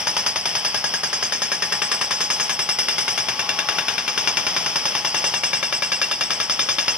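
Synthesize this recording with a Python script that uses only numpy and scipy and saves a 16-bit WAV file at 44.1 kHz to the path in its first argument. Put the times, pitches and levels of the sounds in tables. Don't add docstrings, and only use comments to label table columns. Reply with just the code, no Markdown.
import sys
import numpy as np
from scipy import signal
from scipy.fft import rfft, irfft, next_fast_len
from scipy.io import wavfile
from scipy.ndimage import map_coordinates

SR = 44100
rng = np.random.default_rng(int(sys.argv[2]) if len(sys.argv) > 2 else 0)


def transcribe(u):
    v = np.clip(np.atleast_2d(u).T, -1, 1)
    q = np.round(v * 32767).astype(np.int16)
    wavfile.write(sys.argv[1], SR, q)


N = 307377

# start in seconds, speed in blows per second.
PISTON_SPEED = [(0, 10.378), (1.418, 10.138), (1.517, 9.533), (1.622, 10.012), (1.722, 10.355),
                (2.591, 10.243), (3.177, 9.26), (3.393, 10.214), (4.176, 10.332), (6.208, 10.431)]
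FIRST_BLOW_S = 0.0693

# time in seconds, effort in dB.
EFFORT_CURVE = [(0, 0.5), (.2, 2.2), (.75, -1.5), (1.4, -1.6), (1.68, 2), (2.0, 0.8), (2.4, 0.5),
                (2.8, 0.5), (3.1, 1.7), (3.65, 3.5), (3.98, 1.3), (4.35, 2.8), (4.7, 1), (5.2, 2),
                (5.8, -1.5), (6.45, -0.8), (6.97, 0)]
EXHAUST_FOLLOWS = 0.57

CRACK_SPREAD_DB, BODY_SPREAD_DB, STEEL_SPREAD_DB = 0.5, 1.16, 0.8

# pitch in Hz, width in Hz, relative level in dB,
# share fed by the rebound from 0 to 1.
STEEL_MODES = [(4717, 33, -17, 0.1), (4868, 24, -6, 0.18), (4880, 9.6, -3, 0.27), (4933, 70, -12, 0),
               (5210, 23, -3.5, 0.14), (5410, 34, -13, 0.8), (5370, 33, -10.5, 0.32),
               (5524, 83, -12.5, 0.7), (6140, 34, -17.5, 0.1), (6326, 17.4, -9.5, 0.06),
               (7800, 13, -39, 0.9), (7857, 23, -15.5, 0.73), (9300, 74, -28.5, 0.27),
               (10600, 27, -27.5, 0.35), (10960, 48, -27.5, 0.23), (12470, 33, -38, .1),
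               (12860, 74, -39, 0.7), (14160, 41, -42, 0.4)]
# time in seconds, relative strength in dB.
REBOUND_CURVE = [(0, -2), (.6, -0.5), (1.4, -2.5), (1.6, -1.5), (3.15, 6.5), (3.35, -12), (4.4, -7),
                 (5.1, 5), (5.6, 3), (6.97, 0.5)]
STEEL_START_DB, STEEL_RISE_DB_PER_S = 0.1, 0.02
SHRILL_FROM_HZ, SHRILL_START_DB, SHRILL_FADE_DB_PER_S = 9000, 5, 1

# pitch in Hz, width in Hz, relative level in dB.
BODY_MODES = [(711, 16, -32), (1183, 12, -23.5), (1673, 51, -15), (1824, 20, -19), (2340, 39, -13.5),
              (2753, 21, -10), (2830, 22, -16.5), (3570, 28, -10.5), (3830, 5.3, -17.5)]
# time in seconds, relative level in dB.
UPPER_BODY_CURVE = [(0, -8), (.6, -4), (1.3, -6.5), (1.6, -3.5), (3.2, 1.5), (4.3, 1.5), (4.8, -3.5),
                    (5.55, 2.5), (6.15, 4), (6.49, -6), (6.59, 3), (6.97, 1)]
UPPER_BODY_HZ, UPPER_BODY_DB, LOWER_BODY_DB = 2000, -1.5, -0.5

# start, attack, hold and release, all in seconds.
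BINDING = (3.13, .3, 0.47, 0.33)
CHOKE_DB, BOUND_BODY_DB, BOUND_WHISTLE_DB = -6, 2.5, 9.5
# start, attack, hold and release, all in seconds.
JOLT_SWELL = (1.43, 0.21, 0.32, 0.28)
JOLT_DB = 7.5
# start, attack, hold and release, all in seconds.
CLANK_SWELL = (4.76, 0.28, 1.8, .3)
CLANK_DB = 4
# lowest and highest pitch of that pair, in Hz.
CLANK_RANGE = (2600, 3000)

# pitch in Hz, relative gain in dB.
CRACK_COLOUR = [(100, -50), (400, -15), (900, -12.5), (1700, -10), (2800, -12), (3600, -8), (4080, -31.5),
                (4600, -24.5), (5200, -15.5), (6300, -12), (7000, -44), (11200, -25), (13000, -64),
                (14500, -59), (16000, -68)]
# pitch in Hz, relative gain in dB.
SCATTER_COLOUR = [(40, -41), (75, -35.5), (120, -20), (300, -25), (520, -21.5), (900, -20.5), (3500, -18),
                  (4080, -30), (4550, -39), (5200, -10), (6200, -22.5), (7000, -45), (11200, -33),
                  (13000, -60), (14500, -67)]
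# pitch in Hz, gain in dB.
PUFF_COLOUR = [(25, -23), (50, -7), (90, 4), (160, 7.5), (300, -4.5), (520, 9), (900, 6.5), (1700, 7.5),
               (3000, 0.5), (4500, -38), (16000, -65)]
# pitch in Hz, gain in dB.
AIR_COLOUR = [(25, -55), (60, -50.5), (130, -30.5), (300, -31), (800, -24), (1600, -29), (3300, -21.5),
              (4080, -36), (5300, -14.5), (7000, -40.5), (11300, -41.5), (13000, -49), (14500, -91)]

WHISTLE_PITCHES = (841, 1123)
LOWER_WHISTLE_DB, UPPER_WHISTLE_DB, WHISTLE_FOLLOWS = -44.5, -53.5, 1.93

# multiple of the shaft speed, middle level in dB rms.
ENGINE_TONES = [(2, -70.5), (3, -59.5), (4, -62), (6, -54), (8, -58), (9, -64.5)]
ENGINE_HZ = 29.73

# pitch in Hz, left minus right in dB.
MIC_BALANCE = [(200, 4.5), (1100, 5.5), (2300, 8.5), (3500, 13), (4300, 13), (4800, -4.5), (5400, 0.5),
               (6200, 13.5), (7200, -5), (8000, -5), (10000, -16), (12000, -24), (14500, -7)]
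# pitch in Hz, likeness from 0 to 1.
MIC_LIKENESS = [(2000, 1), (3000, 0.98), (4200, 0.16), (5300, 0.96), (8000, 1), (12000, 0.34)]
CUTOFF_HZ = 15750


def blow_times():
    t = np.arange(-SR, N) / SR
    start, rate = np.transpose(PISTON_SPEED)
    cycles = np.cumsum(rate[np.searchsorted(start[1:], t)]) / SR
    cycles -= np.interp(FIRST_BLOW_S, t, cycles)
    whole_cycles = np.arange(-1, np.floor(cycles[-1]) + 1)
    return np.interp(whole_cycles, cycles, t)


def steel(times, steel_db):
    strike = contacts(times, steel_db, rise=0.0004, t60=0.16, alike=0.8, clean=0.11)
    bounce_db = steel_db + curve(REBOUND_CURVE, times)
    bounce = contacts(times + 0.022, bounce_db, rise=0.003, t60=0.19, alike=0.76, clean=0.06)
    shrill_db = SHRILL_START_DB - SHRILL_FADE_DB_PER_S * np.arange(N) / SR
    out = 0
    for k, (hz, width, db, share) in enumerate(STEEL_MODES):
        share = np.clip(share, 0, 1)
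        drive = np.sqrt(1 - share) * strike + np.sqrt(share) * bounce
        if hz > SHRILL_FROM_HZ:
            db = db + shrill_db
        out = out + (-1) ** k * ringing(drive, hz, width, db, wander_db=0.8)
    return out


def rock(times, crack_db, steel_db):
    crack = bursts(times + 0.0002, crack_db, rise=0.00076, t60=0.05, alike=0.86)
    scatter_db = (crack_db + steel_db) / 2
    scatter = bursts(times + 0.003, scatter_db, rise=0.0072, t60=0.24, alike=0.8)
    return from_db(1.27) * colour(crack, CRACK_COLOUR) + from_db(2.5) * colour(scatter, SCATTER_COLOUR)


def body(times, body_db):
    t = np.arange(N) / SR
    clang = contacts(times, body_db, rise=0.0004, t60=0.13, alike=0.77, clean=0.24)
    upper_db = curve(UPPER_BODY_CURVE, t) + BOUND_BODY_DB * swell(BINDING, t) + UPPER_BODY_DB
    lower_db = LOWER_BODY_DB + JOLT_DB * swell(JOLT_SWELL, t)
    out = 0
    for hz, width, db in BODY_MODES:
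        db = db + (upper_db if hz > UPPER_BODY_HZ else lower_db)
        if CLANK_RANGE[0] < hz < CLANK_RANGE[1]:
            db = db + CLANK_DB * swell(CLANK_SWELL, t)
        out = out + ringing(clang, hz, width, db, wander_db=1.5)
    return out


def exhaust(times, levels_db):
    out = np.zeros(N)
    # delay in seconds, height
    pulses = [(0.0001, 0.6), (0.0013, -0.65), (0.0034, 0.54), (0.0056, 0.42), (0.0165, 0.31), (0.032, 0.15)]
    for s, db in zip(times, levels_db):
        for delay, height in pulses:
            pulse = np.array([height * from_db(db + rng.normal(0, 1))])
            add(out, pulse, s + delay + rng.normal(0, 0.00006))
    return colour(out, PUFF_COLOUR)


def air():
    t = np.arange(N) / SR
    effort_db = curve(EFFORT_CURVE, t)
    hiss_db = 0.5 * effort_db + 1.4 * drift(14)
    hiss = colour(rng.standard_normal((2, N)), AIR_COLOUR) * from_db(hiss_db)
    lower_db = LOWER_WHISTLE_DB + WHISTLE_FOLLOWS * effort_db
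    upper_db = UPPER_WHISTLE_DB + WHISTLE_FOLLOWS * effort_db + BOUND_WHISTLE_DB * swell(BINDING, t)
    lower = whistle(WHISTLE_PITCHES[0], width_hz=32.4, level_db=lower_db)
    upper = whistle(WHISTLE_PITCHES[1], width_hz=98, level_db=upper_db)
    return hiss + lower + upper


def whistle(hz, width_hz, level_db):
    tone = resonate(resonate(rng.standard_normal(N), hz, width_hz), hz, width_hz)
    strength = np.abs(signal.hilbert(tone, next_fast_len(N)))[:N]
    evened = tone / (strength + 0.57 * strength.mean())
    return from_db(level_db) * rms_one(evened)


def engine():
    turns = np.cumsum(ENGINE_HZ * (1 + 0.00278 * drift(3))) / SR
    out = 0
    for multiple, db in ENGINE_TONES:
        height = np.sqrt(2) * from_db(db + 0.97 * drift(5))
        out = out + height * np.sin(2 * np.pi * (round(multiple) * turns + rng.random()))
    return out


def contacts(times, levels_db, rise, t60, alike, clean):
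    clean, knocks = np.clip(clean, 0, 1), np.zeros(N)
    for s, db in zip(times, levels_db):
        add(knocks, from_db([db]), s + rise)
    rattle = bursts(times, levels_db, rise, t60, alike)
    return np.sqrt(clean) * rms_one(knocks) + np.sqrt(1 - clean) * rms_one(rattle)


def bursts(times, levels_db, rise, t60, alike):
    t = np.arange(SR // 4) / SR
    envelope = (1 - np.exp(-t / rise)) * from_db(-60 * t / t60)
    alike = np.clip(alike, 0, 0.98)
    out, grain = np.zeros((2, N)), rng.standard_normal((2, len(t)))
    for s, db in zip(times, levels_db):
        grain = alike * grain + np.sqrt(1 - alike ** 2) * rng.standard_normal(grain.shape)
        add(out, from_db(db) * envelope * grain, s)
    return out


def ringing(drive, hz, width_hz, level_db, wander_db):
    return resonate(drive, hz, width_hz) * from_db(level_db + wander_db * drift(2.456))


def resonate(x, hz, width_hz):
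    r = np.exp(-np.pi * width_hz / SR)
    feed = (1 - r * r) / 2 * np.array([1, 0, -1])
    return signal.lfilter(feed, [1, -2 * r * np.cos(2 * np.pi * hz / SR), r * r], x)


def colour(x, spectrum):
    size = 2 * next_fast_len(N // 2 + SR // 10)
    gain = from_db(at_hz(spectrum, np.fft.rfftfreq(size, 1 / SR)))
    cepstrum = irfft(np.log(gain))
    cepstrum[1:size // 2] *= 2
    cepstrum[size // 2 + 1:] = 0
    return irfft(rfft(x, size) * np.exp(rfft(cepstrum)))[..., :N]


def drift(rate):
    knots, coarse = rng.standard_normal(400), np.linspace(0, N, 4000)
    smooth = map_coordinates(knots, [coarse / SR * rate], order=2, mode="mirror")
    return np.interp(np.arange(N), coarse, smooth)


def swell(shape, t):
    return np.interp(t, np.cumsum(np.maximum(shape, 0)), [0, 1, 1, 0])


def curve(points, t):
    return np.interp(t, *np.transpose(points))


def at_hz(points, hz):
    f, value = np.transpose(points)
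    return np.interp(np.log(np.maximum(hz, 1)), np.log(f), value)


def add(out, sound, s):
    at = int(round(s * SR))
    first, last = max(at, 0), min(at + sound.shape[-1], N)
    if last > first:
        out[..., first:last] += sound[..., first - at:last - at]


def from_db(db):
    return 10 ** (np.asarray(db) / 20)


def rms_one(x):
    return x / np.sqrt(np.mean(x ** 2) + 1e-20)


def scene():
    times = blow_times()
    crack_luck, body_luck, steel_luck = rng.standard_normal((len(times), 3)).T
    crack_db = curve(EFFORT_CURVE, times) + CRACK_SPREAD_DB * crack_luck
    body_db = BODY_SPREAD_DB * body_luck
    steel_db = STEEL_START_DB + STEEL_RISE_DB_PER_S * times + STEEL_SPREAD_DB * steel_luck
    steel_db = steel_db + CHOKE_DB * swell(BINDING, times)
    drill = steel(times, steel_db) + rock(times, crack_db, steel_db) + body(times, body_db)
    return drill + exhaust(times, EXHAUST_FOLLOWS * crack_db) + air() + engine()


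def record(dry):
    size = 2 * next_fast_len(N // 2 + SR // 10)
    hz = np.fft.rfftfreq(size, 1 / SR)
    shared, own = rfft(dry, size)
    alike = np.clip(at_hz(MIC_LIKENESS, hz), 0, 1)
    ratio = from_db(at_hz(MIC_BALANCE, hz))
    left = shared * ratio * np.exp(-2j * np.pi * hz * 2 / SR)
    right = alike * shared + np.sqrt(1 - alike ** 2) * own
    pair = irfft(np.array([left, right]) * np.sqrt(2 / (1 + ratio ** 2)))[:, :N]
    top_cut = signal.ellip(10, 0.1, 80, CUTOFF_HZ, fs=SR, output="sos")
    return signal.sosfilt(top_cut, pair)


dry = scene()
out = record(dry)
transcribe(out)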